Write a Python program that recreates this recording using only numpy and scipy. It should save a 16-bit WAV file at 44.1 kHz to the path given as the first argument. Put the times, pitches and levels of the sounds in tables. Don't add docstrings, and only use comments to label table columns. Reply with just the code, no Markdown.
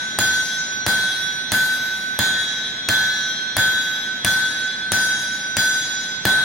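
import sys
import numpy as np
from scipy import signal
from scipy.fft import rfft, irfft, next_fast_len
from scipy.io import wavfile

SR = 44100
rng = np.random.default_rng(int(sys.argv[2]) if len(sys.argv) > 2 else 0)


def file_out(sig):
    cols = np.atleast_2d(sig).T
    lim = np.clip(cols, -1, 1)
    pcm = np.round(lim * 32767).astype(np.int16)
    wavfile.write(sys.argv[1], SR, pcm)


N = 283983

# t/s, force/dB, face ping/dB, main note/dB, brightness/dB,
# first twin/dB, second twin/dB
BLOWS = [ (-0.48, 5.5, 0, 3, 1, 1, 4), (0.1883, 0.5, 4, -0.1, 2.1, 5, 4),
         (0.865, 1.5, -18, -0.4, 0, 2.5, 0), (1.5196, 0, -15, 1.3, 1.4, -1, -8),
         (2.1904, 0.5, -8, -2.8, -2.7, -1, -6), (2.8881, 0.5, -5, -0.6, -2.4, 3, 0),
         (3.5675, 0.8, 4, 0.6, -2, -2, -4), (4.2476, 0.7, 6, 0.6, -0.2, -4, 8.5),
         (4.9196, -0.5, 5, 0.4, 1.7, 2, 8.5), (5.5686, -2, 0, 0, 1.8, 0, 10),
         (6.2534, 4, -18, 1.2, -2.8, -2, -3)]
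CRACK_DB, KNOCK_DB, CLASH_DB, LOW_RING_DB = -8, 0.5, -0.35, 2.5
KNOCK_DB_PER_DB, CLASH_DB_PER_DB, LOW_RING_DB_PER_DB = 1, 0.086, 0.25

# f/Hz, level/dB per Hz
FORGE_SPECTRUM = [(25, -100), (60, -76.5), (120, -71), (220, -66.5), (450, -76), (800, -74), (1150, -79.5),
                  (2000, -71), (5000, -85.5), (9000, -100), (14000, -120)]
# f/Hz, level/dB per Hz
WASH_SPECTRUM = [(30, -88), (90, -60), (200, -61.5), (450, -70), (800, -63), (1150, -70.5), (1650, -61),
                 (2750, -71.5), (3600, -67.5), (4500, -75), (6000, -71.5), (9000, -73.5), (12000, -76.5),
                 (16000, -68)]
# f/Hz, t60/s
ROOM_T60 = [(80, 1.06), (250, 1.47), (800, 1.53), (2000, 3.4), (5000, 2.8), (8000, 1.9), (11000, 1),
            (15000, 0.44)]
# f/Hz, width/Hz, level/dB
BLADE_MODES = [(1364, 34, 0.5), (1660, 67, 1.5), (3292, 73, 12.5), (3374, 140, 4), (4035, 390, 13.5),
               (4900, 180, 16.5), (6770, 120, 11), (10400, 250, 2)]
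# f/Hz, left-right likeness/1
ROOM_LIKENESS = [(150, 0.99), (300, 1), (600, 0.93), (1200, 0.8), (2200, 0.27), (4000, 0.033),
                 (14000, 0.086)]
# f/Hz, left-right likeness/1
DIRECT_LIKENESS = [(500, 1), (4000, 0.97), (14000, 0.41)]

# f/Hz, level/dB, t60/s
STAND_MODES = [(70, -42, 0.17), (102, -19, 0.073), (125.6, -37.5, 0.39), (200.4, -27.5, 0.19),
               (303, -21, 0.052), (610, -26.5, 0.067)]

# f/Hz, level/dB, t60/s, left-right/dB, echo share/1
OVERTONES = [ (1303, -49, 2.5, 0, .8), (1711, -33, 2.5, -1, .55), (1839, -41, 2.3, 0, .6),
             (3262, -43, 6, 0, .8), (3280, -38, 4.2, 1, .7), (3401, -37, 6, -4, .7),
             (3416, -35, 3.6, -3, .7), (3595, -43, 2.5, -4, .3), (4027, -45, 4.5, 1, .8),
             (4166, -40, 5, -2, .6), (4797, -41, 2.5, -1, .4), (4828, -41, 2.6, 2, .4),
             (4894, -39, 2.8, 1, .5), (6711, -33, 2.3, 0, .4), (6820, -42, 1.5, 3, .5),
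             (7245, -50, 4, 0, .4), (8032, -50, 1.9, 1, .5), (8290, -50, 2.1, 0, .5),
             (9232, -50, 1.7, 0, .5), (9467, -36.5, 1.7, 8, .3), (10890, -50, 1.9, 1, .6),
             (12042, -51, 1.2, 5, .5), (12744, -41, 1.7, 6, .2), (15423, -56, 1.9, -5, .4)]
# first f/Hz, second f/Hz
TWIN_HZ = (5849, 5882)
# level/dB, fall/(dB/s), beat rate/Hz, beat depth/dB, crest t/s
TWIN_FADE = [(-36.6, 1, 1.9, 2.3, 0.37), (-41.5, 3, 1.35, 3.8, 0.1)]
UPPER_FADE = [(-31.3, 12.5, 4.1, 4, 0.21), (-30.8, 13, 3.7, 3.5, 0.07)]
NOTE_FADE = [(-11.1, 34.5, 0.88, 4.9, 0.87), (-14.2, 28.5, 1.52, 3.5, 0.575)]
# beat rate/Hz, depth/dB, crest t/s
RIPPLES = [(5.15, 1.75, 0.195), (9.57, 1.3, 0.108)]
NOTE_HZ, UPPER_HZ = 1521, 3835
NOTE_DELAY_S, NOTE_BUILD_S = 0.009, 0.038
FLUTTER_SHARE = (.13, .22)

# f/Hz, level/dB per Hz
CRACK_SPECTRUM = [(200, -58), (600, -46), (1000, -50), (1600, -44), (3000, -46), (6000, -46), (10000, -49),
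                  (16000, -50)]
# f/Hz, level/dB per Hz
CLASH_SPECTRUM = [(100, -63), (500, -55.5), (1100, -58.5), (1600, -44), (2600, -53.5), (3500, -50.5),
                  (5500, -55.5), (10000, -66.5), (16000, -63)]
# median f/Hz, level/dB
SNAP = (8800, 5)
CRACK_T60_S = 0.0018

TOP_HZ = 15900
LENGTH = 2 * SR
AGE_S = np.arange(LENGTH) / SR


def amp(db):
    return 10 ** (np.asarray(db) / 20)


def fade(t_s, t60_s):
    return 10 ** (-3 * t_s / t60_s)


def along(points, hz):
    f, v = np.transpose(points)
    return np.interp(np.log(hz + 1), np.log(f + 1), v)


def pan(db):
    return amp(np.array([[db], [-db]]) / 2)


def add(track, s, sound):
    start = round(s * SR)
    part = sound[:, max(-start, 0):N - start]
    track[:, max(start, 0):][:, :part.shape[1]] += part


def drift(rate_hz, size=LENGTH):
    count = int(size * rate_hz / SR) + 2
    knots = rng.standard_normal((2, count)) + 1j * rng.standard_normal((2, count))
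    return signal.resample(knots, size, axis=1) / np.sqrt(2)


def noise(spectrum, likeness, size):
    m = next_fast_len(size)
    hz = np.fft.rfftfreq(m, 1 / SR)
    turn = np.arccos(np.clip(along(likeness, hz), -1, 1)) / 2
    gain = amp(along(spectrum, hz)) * np.sqrt(SR / 2)
    colour = gain * np.array([np.cos(turn), np.sin(turn)])
    white = rng.standard_normal((2, m))
    mid, side = irfft(rfft(white) * colour, m)[:, :size]
    return np.array([mid + side, mid - side])


def forge():
    return noise(FORGE_SPECTRUM, ROOM_LIKENESS, N)


def workshop(knock_db, clash_db, first_echo_s=0.0135, early_db=1, early_t60_s=0.32, near_db=-8):
    wash = noise(WASH_SPECTRUM, ROOM_LIKENESS, LENGTH)
    hz, t, bands = signal.stft(wash, SR, nperseg=1024)
    blade_db = sum(db / (1 + (2 * (hz - centre) / width) ** 2) for centre, width, db in BLADE_MODES)
    force_db = along([(900, knock_db), (2500, clash_db / 2), (8000, clash_db)], hz)
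    colour = amp(blade_db + force_db)[:, None]
    decay = fade(t, along(ROOM_T60, hz)[:, None])
    tail = signal.istft(bands * colour * decay, SR, nperseg=1024)[1][:, :LENGTH]
    arrival = np.where(AGE_S < first_echo_s, amp(near_db), 1)
    return tail * arrival * (1 + amp(early_db) * fade(AGE_S, early_t60_s))


def stand():
    t = AGE_S[:SR // 2]
    thud = np.zeros(len(t))
    for hz, db, t60_s in STAND_MODES:
        phase = 2 * np.pi * hz * t + rng.uniform(0, 2 * np.pi)
        thud += amp(db) * np.sin(phase) * fade(t, t60_s)
    return np.array([thud, thud]) * (1 - fade(t, 0.015))


def mode(hz, db, t60_s, pan_db, share, flutter_hz=20, build_s=0.0026, scatter_db=2.5):
    t = AGE_S[:SR]
    steady = np.exp(1j * (rng.uniform(0, 2 * np.pi) + rng.normal(0, 1.26, (2, 1))))
    echoes = drift(flutter_hz, size=SR)
    field = np.sqrt(1 - share) * steady + np.sqrt(share) * echoes
    build = 1 - np.exp(-t / build_s)
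    level = amp(db + rng.normal(0, scatter_db)) * pan(pan_db) * fade(t, t60_s) * build
    return np.sqrt(2) * level * np.real(field * np.exp(2j * np.pi * hz * t))


def beat(rate_hz, depth_db, crest_s):
    return depth_db * np.cos(2 * np.pi * rate_hz * (AGE_S - crest_s))


def note(hz, sides, flutter, wander_per_s, lead_rad, turn_rad_s):
    build = 1 - np.exp(-np.maximum(AGE_S - NOTE_DELAY_S, 0) / NOTE_BUILD_S)
    level = build * amp([db - fall * AGE_S + beat(*beating) for db, fall, *beating in sides])
    right_only = np.array([[0], [1]])
    phase = 2 * np.pi * hz * AGE_S + right_only * (lead_rad + turn_rad_s * AGE_S)
    echoes = 1 + flutter * drift(45) + wander_per_s * AGE_S * drift(8.9)
    return np.sqrt(2) * level * np.real(echoes * np.exp(1j * phase))


def overtones(low_db, high_db, twins_db, ring_db=-0.4):
    first = note(TWIN_HZ[0], TWIN_FADE, flutter=0.25, wander_per_s=0.3, lead_rad=-0.6, turn_rad_s=-1.2)
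    ring = amp(twins_db[0]) * first[:, :SR]
    ring += mode(TWIN_HZ[1], twins_db[1] - 41, t60_s=2.2, pan_db=0.5, share=0.24)
    for hz, db, t60_s, pan_db, share in OVERTONES:
        balance_db = along([(4200, low_db), (4800, high_db)], hz)
        ring += mode(hz, ring_db + db + balance_db, t60_s, pan_db, share)
    return ring


def main_note(note_db):
    ripple_db = sum(beat(*ripple) for ripple in RIPPLES)
    tone = note(NOTE_HZ, NOTE_FADE, FLUTTER_SHARE[0], wander_per_s=0.7, lead_rad=-0.15, turn_rad_s=-1.8)
    return amp(note_db + ripple_db) * tone


def upper_note(low_db):
    tone = note(UPPER_HZ, UPPER_FADE, FLUTTER_SHARE[1], wander_per_s=0.4, lead_rad=3.8, turn_rad_s=-10.5)
    return amp(low_db) * tone


def choke(ring, gap_s, t60_s):
    return ring * fade(np.maximum(AGE_S[:ring.shape[1]] - gap_s, 0), t60_s)


def impact(crack_db, ping_db, clash_db, clash_t60_s=0.037, push_db=-7, push_hz=700, face_db=-20,
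           face_hz=10450):
    t = np.arange(-SR // 500, SR // 5) / SR
    after = np.maximum(t, 0)
    u = (np.pi * push_hz * t) ** 2
    push = amp(push_db) * (1 - 2 * u) * np.exp(-u)
    snap_hz, snap_db = SNAP
    pitch_hz = snap_hz * np.exp(rng.normal(0, 0.25))
    snap = amp(snap_db) * np.cos(2 * np.pi * pitch_hz * after) * fade(after, CRACK_T60_S / 3)
    scale = amp(crack_db) * noise(CRACK_SPECTRUM, DIRECT_LIKENESS, len(t)) * fade(after, CRACK_T60_S)
    ping = amp(face_db + ping_db) * np.sin(2 * np.pi * face_hz * after) * fade(after, 0.019)
    clash = amp(clash_db) * noise(CLASH_SPECTRUM, DIRECT_LIKENESS, len(t)) * fade(after, clash_t60_s)
    return t[0], amp(crack_db) * push + (snap + scale + ping + clash) * (t >= 0)


def scene():
    out = forge()
    gaps_s = np.diff([row[0] for row in BLOWS], append=np.inf)
    for blow, gap_s in zip(BLOWS, gaps_s):
        s, force_db, ping_db, note_db, bright_db, *twins_db = blow
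        knock_db = KNOCK_DB + KNOCK_DB_PER_DB * force_db
        clash_db = CLASH_DB + CLASH_DB_PER_DB * force_db
        low_db = LOW_RING_DB + LOW_RING_DB_PER_DB * force_db - bright_db
        lead_s, hit = impact(CRACK_DB + force_db, ping_db, clash_db)
        notes = main_note(note_db) + upper_note(low_db)
        add(out, s, workshop(knock_db, clash_db))
        add(out, s, amp(force_db) * stand())
        add(out, s, choke(overtones(low_db, bright_db, twins_db), gap_s, t60_s=0.09))
        add(out, s, choke(notes, gap_s, t60_s=0.016))
        add(out, s + lead_s, hit)
    return out


def limiter(x, ceiling):
    return x / (1 + np.abs(x / ceiling) ** 6) ** (1 / 6)


def record(dry, low_cut_hz=42):
    high_pass = signal.butter(2, low_cut_hz, "highpass", fs=SR, output="sos")
    held = limiter(signal.sosfilt(high_pass, dry), ceiling=1.05)
    m = next_fast_len(N + SR // 2)
    passed = np.fft.rfftfreq(m, 1 / SR) < TOP_HZ
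    return irfft(rfft(held, m) * passed, m)[:, :N]


dry = scene()
out = record(dry)
file_out(out)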